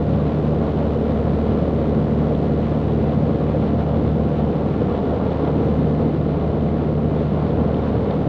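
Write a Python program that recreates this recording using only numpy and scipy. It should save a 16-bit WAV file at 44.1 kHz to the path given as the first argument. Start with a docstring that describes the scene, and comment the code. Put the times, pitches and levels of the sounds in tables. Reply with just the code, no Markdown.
"""A steady, slowly swelling drone fills the cabin of a light aircraft in cruise, with rushing air around it.
A four-cylinder engine turns a two-blade propeller at about 2260 rpm: blade passes and firings make the drone,
as tones locked to the engine. Exhaust puffs are bursts of noise, and the valve gear clatters faintly.
Each spark puts a tiny tick into the microphone lead. Air noise rushes over the canopy and briefly swells
around one pitch now and then, and loose fittings knock softly."""
import sys
import numpy as np
from scipy import signal
from scipy.fft import rfft, irfft
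from scipy.io import wavfile

SR = 44100
rng = np.random.default_rng(int(sys.argv[2]) if len(sys.argv) > 2 else 0)


def unload_audio(sound):
    """Save the sound as a 16-bit wav file, at the path given as the first command line argument."""
    columns = np.transpose(np.atleast_2d(sound))
    # keep every value between -1 and 1, then stretch to whole-number steps
    steps = np.round(np.clip(columns, -1, 1) * 32767)
    wavfile.write(sys.argv[1], SR, steps.astype(np.int16))


N = 365148
TIME = np.arange(N) / SR  # s
FREQ = np.maximum(np.arange(N // 2 + 1) * SR / N, 1)  # Hz, kept above zero for the logarithm


def undb(db):
    """Turn decibels into a gain."""
    return 10 ** (np.asarray(db) / 20)


def level(x, db):
    """Set the average strength (rms) of a sound."""
    return x * undb(db) / np.sqrt(np.mean(x ** 2))


def curves(table):
    """Draw straight lines between the rows of a timed table, one curve for each column."""
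    s, *columns = np.transpose(table)
    return [np.interp(TIME, s, column) for column in columns]


def colour(x, points):
    """Filter a sound by an outline of (frequency [Hz], gain [dB]) points."""
    hz, db = np.transpose(points)
    gain_db = np.interp(np.log(FREQ), np.log(hz), db)
    return irfft(rfft(x) * undb(gain_db), N)


def bell(hz, width_hz):
    """A bell-shaped curve over frequency, 1 at its centre."""
    return 1 / (1 + (2 * (FREQ - hz) / width_hz) ** 2)


def band(x, hz, width_hz):
    """Keep one bell-shaped band of a sound."""
    return irfft(rfft(x) * bell(hz, width_hz), N)


def walk(rate):
    """Slow chance wandering with an rms of 1, changing about rate times a second."""
    noise = rng.standard_normal(N)
    return level(irfft(rfft(noise) * np.exp(-(FREQ / rate) ** 2), N), 0)


def tone(turns, waver, rate):
    """A tone locked to the engine, wavering a little in size and phase."""
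    wobble = 1 + waver * (walk(rate) + 1j * walk(rate))
    start = rng.random()
    return level(np.real(wobble * np.exp(2j * np.pi * (turns + start))), 0)


# Blade tones that slowly swell and sag: (time [s], tone at the firing rate [dB],
# at twice that rate [dB], at three times that rate [dB])
BLADE_TONES = [(0, -27.5, -25, -32.5), (0.4, -28, -23, -31.5), (0.95, -26, -29, -27.5),
               (1.7, -26, -29, -27.5), (2.1, -28, -24.5, -25), (2.6, -27, -23.5, -28),
               (3.5, -27.5, -27.5, -29), (4.15, -25.8, -26, -28.8), (4.45, -28, -24, -28.5),
               (4.75, -33.5, -26, -43), (5.1, -30.5, -34, -36), (5.45, -29, -27.5, -37),
               (5.7, -27.2, -21.5, -38), (6, -29.2, -24.1, -28.5), (6.5, -26.5, -26, -37),
               (6.9, -27.5, -26, -28), (7.3, -28.5, -23.5, -31.5), (7.55, -31, -28, -33),
               (7.95, -26.5, -33, -33), (8.28, -33, -26, -36)]
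# Low beats of the unequal cylinders, trading strength as the load shifts:
# (time [s], 6th harmonic of the four-stroke cycle [dB], 14th harmonic [dB])
EXHAUST_BEATS = [(0, -38, -45), (0.35, -34, -40), (0.8, -46, -43), (1.3, -40, -37), (1.9, -47, -36),
                 (2.35, -38, -45), (3.2, -32, -41), (4.05, -33.5, -41), (4.45, -47, -38), (4.8, -48, -32),
                 (5.9, -46, -34), (6.3, -41, -46), (7.2, -35, -43), (7.85, -33.5, -37), (8.28, -42, -37)]
# Weaker tones of engine and drive: (harmonic of the four-stroke cycle [number], level [dB])
ENGINE_LINES = [(2, -45), (10, -42), (16, -43), (18, -47), (20, -47), (22, -40), (26, -47), (32, -51),
                (34, -46), (36, -47.5), (37, -41.5), (38, -47.5), (41, -47.5), (42, -54.5), (43, -59.5),
                (46, -58.5), (60, -60), (70, -63.5), (76, -64.5), (92, -63), (100, -66.5), (108, -67)]


def drone(firings):
    """Blade tones sit over harmonics of the four-stroke cycle; the higher of its fixed-level lines waver more."""
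    cycles = firings / 4  # each of the four cylinders fires once per cycle
    blades = sum(undb(db) * tone(k * firings, waver=0.015, rate=3.4)
                 for k, db in enumerate(curves(BLADE_TONES), 1))
    beat_turns = 6 * cycles, 14 * cycles
    beats = sum(undb(db) * tone(turns, waver=0.14, rate=1.7)
                for turns, db in zip(beat_turns, curves(EXHAUST_BEATS)))
    lines = sum(undb(db) * tone(round(k) * cycles, waver=0.025 + 0.008 * k, rate=1.7)
                for k, db in ENGINE_LINES)
    return blades + beats + lines


# What the cabin shell lets through: (frequency [Hz], gain [dB])
SHELL_OUTLINE = [(20, -44), (38, -21.5), (55, -16), (85, -4), (200, -0.9), (350, -5.5), (520, -7),
                 (650, -13), (1000, -23), (1600, -33), (2500, -39.5), (4150, -45.5), (4650, -52),
                 (5150, -57), (7000, -70), (11000, -86)]
# Resonances of cabin air and panels; a minus is a dip: (frequency [Hz], width [Hz], lift [dB])
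PANEL_RESONANCES = [(113, 25, 1.3), (207, 25, 2.06), (243, 26, -1), (367, 25, -4), (408, 15, 1.5),
                    (466.6, 50, 3.5), (572, 22, 3.5), (598, 26, -3), (1110, 150, 4), (1387, 110, 4),
                    (2980, 90, 3.5), (3540, 660, 2.5), (4450, 450, 0.5)]


def cabin(x):
    """The shell dulls what comes from outside, and its air and panels favour some bands and weaken others."""
    lift_db = sum(db * bell(hz, width_hz) for hz, width_hz, db in PANEL_RESONANCES)
    return colour(irfft(rfft(x) * undb(lift_db), N), SHELL_OUTLINE)


# The four cylinders in firing order: (spark timing offset [ms], strength of the exhaust puff [dB])
CYLINDER_TRAITS = [(-0.024, 0), (0.12, -1.5), (0.047, -0.5), (-0.075, -0.5)]


def exhaust(firings, buffet_db):
    """Each firing lets out a turbulent puff that shakes the cabin; the cylinders differ in strength."""
    cylinder = firings.astype(int) % len(CYLINDER_TRAITS)
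    strength_db = np.transpose(CYLINDER_TRAITS)[1][cylinder]
    fading = np.exp(-(firings % 1) / 0.47)  # 0.47 of the time between firings
    puffs = undb(strength_db) * fading * rng.standard_normal(N)
    return level(cabin(puffs), -28) * undb(buffet_db)


def clatter(firings):
    """Valves and gears repeat the same rough noise pattern on every crank turn."""
    turn = rng.standard_normal(1024)
    place = np.arange(len(turn)) / len(turn)
    pattern = np.interp(firings / 2, place, turn, period=1)  # two firings per crank turn
    return level(band(pattern, hz=2130, width_hz=2500), -57.5) * undb(1.5 * walk(11.0))


def spark_pulses(firings, scatter_db, jitter_s):
    """One very short pulse per firing; each cylinder sparks a hair early or late."""
    lag_s = 0.0012  # shared by all cylinders
    count = np.arange(1, int(firings[-1]))
    late_s = np.resize(np.transpose(CYLINDER_TRAITS)[0], len(count)) / 1000
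    late_s = late_s + lag_s + jitter_s * rng.standard_normal(len(count))
    at = np.interp(count, firings, np.arange(N)) + late_s * SR
    # a smooth 16-sample shape lets a pulse fall between two samples
    taps = at.astype(int)[:, None] + np.arange(-7, 9)
    offset = taps - at[:, None]
    shape = np.sinc(offset) * np.cos(np.pi * offset / 16) ** 2
    size = undb(scatter_db * rng.standard_normal((len(at), 1)))
    return np.bincount(np.clip(taps, 0, N - 1).ravel(), (shape * size).ravel(), N)


# Tone colour of the spark tick: (frequency [Hz], gain [dB])
SPARK_OUTLINE = [(200, -10), (1500, -1), (3400, -1.5), (5000, -8), (7000, -16), (9000, -23.5), (11500, -32)]
# How strongly the microphone lead picks up the sparks: (time [s], level [dB])
LEAD_PICKUP = [(0, -56.8), (2.8, -57.2), (4.5, -58.6), (5.9, -57.6), (6.1, -60), (6.6, -61.8), (7.1, -60.2),
               (7.7, -60.8), (8.05, -58.6)]


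def ignition(firings):
    """Sparks are picked up electrically, so the ticks are sharp and skip the cabin's resonances."""
    pickup_db, = curves(LEAD_PICKUP)
    ticks = spark_pulses(firings, scatter_db=0.3, jitter_s=.00003)
    return level(colour(ticks, SPARK_OUTLINE), 0) * undb(pickup_db)


# How strongly each part of the air noise follows the gusts (dB per dB); exhaust shares the first
BUFFET_SHARE, ROAR_SHARE, HISS_SHARE = 0.2, 1.3, 0.6


def airflow(firings, gust_db):
    """Low buffeting, a fluttering roar and a hiss at the seals throb with the propeller's turn."""
    flow = level(cabin(rng.standard_normal(N)), -21.5)
    low, mid = (irfft(rfft(flow) / (1 + (FREQ / hz) ** 4), N) for hz in (450, 1600))
    propeller_turn = np.cos(np.pi * firings)  # two blade passes per turn
    flutter_db = 0.78 * walk(14)
    buffet_db = BUFFET_SHARE * gust_db + 0.6 * walk(12) + 0.79 * walk(28)
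    buffet = low * undb(buffet_db) * (1 + 0.14 * propeller_turn)
    roar = (mid - low) * undb(ROAR_SHARE * gust_db + flutter_db + 1.2 * walk(38))
    hiss = (flow - mid) * undb(HISS_SHARE * gust_db + flutter_db + 0.92 * walk(20))
    return buffet + (roar + hiss) * (1 + 0.055 * propeller_turn)


# Brief swells of the air noise, some chance surges, some low thumps:
# (time [s], centre [Hz], half length [s], peak [dB])
AIR_SWELLS = [(1.338, 240, .01, -13.5), (2.312, 600, .008, -16), (3.548, 600, .008, -16),
              (4.175, 180, .014, -16), (5.561, 270, 0.011, -14), (5.711, 190, .012, -13),
              (5.757, 68.1, .05, -23), (6.522, 70.6, .035, -22.5), (7.567, 72.1, 0.054, -18.5),
              (7.874, 480, .025, -16), (7.95, 100, .09, -19)]


def air_swells():
    """Brief swells of the air noise around one pitch; some are chance surges, some low thumps."""
    out = np.zeros(N)
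    for s, hz, half_s, db in AIR_SWELLS:
        surge = np.exp(-((TIME - s) / half_s) ** 2) * rng.standard_normal(N)
        width_hz = 0.98 * hz
        narrowed = band(band(surge, hz, width_hz), hz, width_hz)
        swell = colour(narrowed, SHELL_OUTLINE)
        out += undb(db) * swell / np.abs(swell).max()
    return out


# Small knocks of loose fittings: (time [s], ring [Hz], peak before the final low-pass [dB])
FITTING_KNOCKS = [(2.349, 3500, -36), (4.95, 3300, -37.5), (5.266, 3300, -38.5), (5.449, 3300, -37),
                  (5.475, 3100, -37.5), (5.555, 3200, -38.5), (6.608, 3200, -38), (7.743, 3050, -35),
                  (8.108, 3580, -32)]
# What such a part rings with: (multiple of its ring frequency [ratio], level [dB], decay [s])
RING_MODES = [(0.47, -9, .0025), (0.66, -7, .002), (0.91, -4, .002), (1, 0, .0025), (1.11, -4, .002),
              (1.22, -9, .0018)]


def fittings():
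    """Loose parts tap softly in the vibration and ring dully for a few milliseconds."""
    attack_s, top_hz = 0.0005, 4900
    out = np.zeros(N)
    for s, hz, db in FITTING_KNOCKS:
        age = np.maximum(TIME - s, 0)
        ring = sum(undb(mode_db) * np.exp(-age / decay_s) * np.sin(2 * np.pi * ratio * hz * age)
                   for ratio, mode_db, decay_s in RING_MODES)
        ring = ring * (1 - np.exp(-age / attack_s))
        out += undb(db) * ring / np.abs(ring).max()
    return signal.sosfilt(signal.butter(6, top_hz, fs=SR, output="sos"), out)


# Engine speed; the blades pass at the same rate: (time [s], firing rate [Hz])
FIRING_RATE = [(0, 75.1), (1, 74.87), (1.5, 74.95), (2.25, 74.88), (3.15, 75.38), (3.55, 75.32), (4, 75.12),
               (4.3, 75.25), (4.7, 75.97), (5.1, 76.05), (6.2, 75.93), (6.65, 75.55), (6.95, 75.95),
               (7.7, 75.83), (8.28, 76.03)]
# Roughness of the air, with two bumpy spells and a calm between: (time [s], rise of the roughness [dB])
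AIR_ROUGHNESS = [(0, -0.5), (0.55, 0.3), (1.3, 0), (1.6, 0.9), (2.45, -0.2), (3, 0.1), (3.25, -0.5),
                 (3.65, 0.5), (4.1, -1), (4.75, 1.1), (5.25, 1.3), (5.62, 1.6), (5.95, -1.5), (6.5, -0.5),
                 (6.8, -1.1), (7.25, -1.4), (7.6, 0.5), (7.9, 1.6), (8.28, 0.5)]


def scene():
    """Engine sounds follow the count of firings; air and exhaust also follow roughness and chance gusts."""
    firing_hz, = curves(FIRING_RATE)
    firings = np.cumsum(firing_hz) / SR
    roughness_db, = curves(AIR_ROUGHNESS)
    gust_db = roughness_db + 0.3 * walk(2.2)  # spread in dB, changes per second
    engine = drone(firings) + exhaust(firings, BUFFET_SHARE * gust_db)
    engine = engine + clatter(firings) + ignition(firings)
    return (engine + airflow(firings, gust_db) + air_swells() + fittings())[None]


def record(dry):
    """Fade both ends over 2 ms, then cut the top steeply above 12.3 kHz."""
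    fade = np.minimum(np.minimum(TIME, TIME[::-1]) / .002, 1)
    top_cut = signal.ellip(8, .2, 70, 12300, fs=SR, output="sos")  # ripple 0.2 dB, stop 70 dB
    return signal.sosfilt(top_cut, dry * fade)


dry = scene()
out = record(dry)
unload_audio(out)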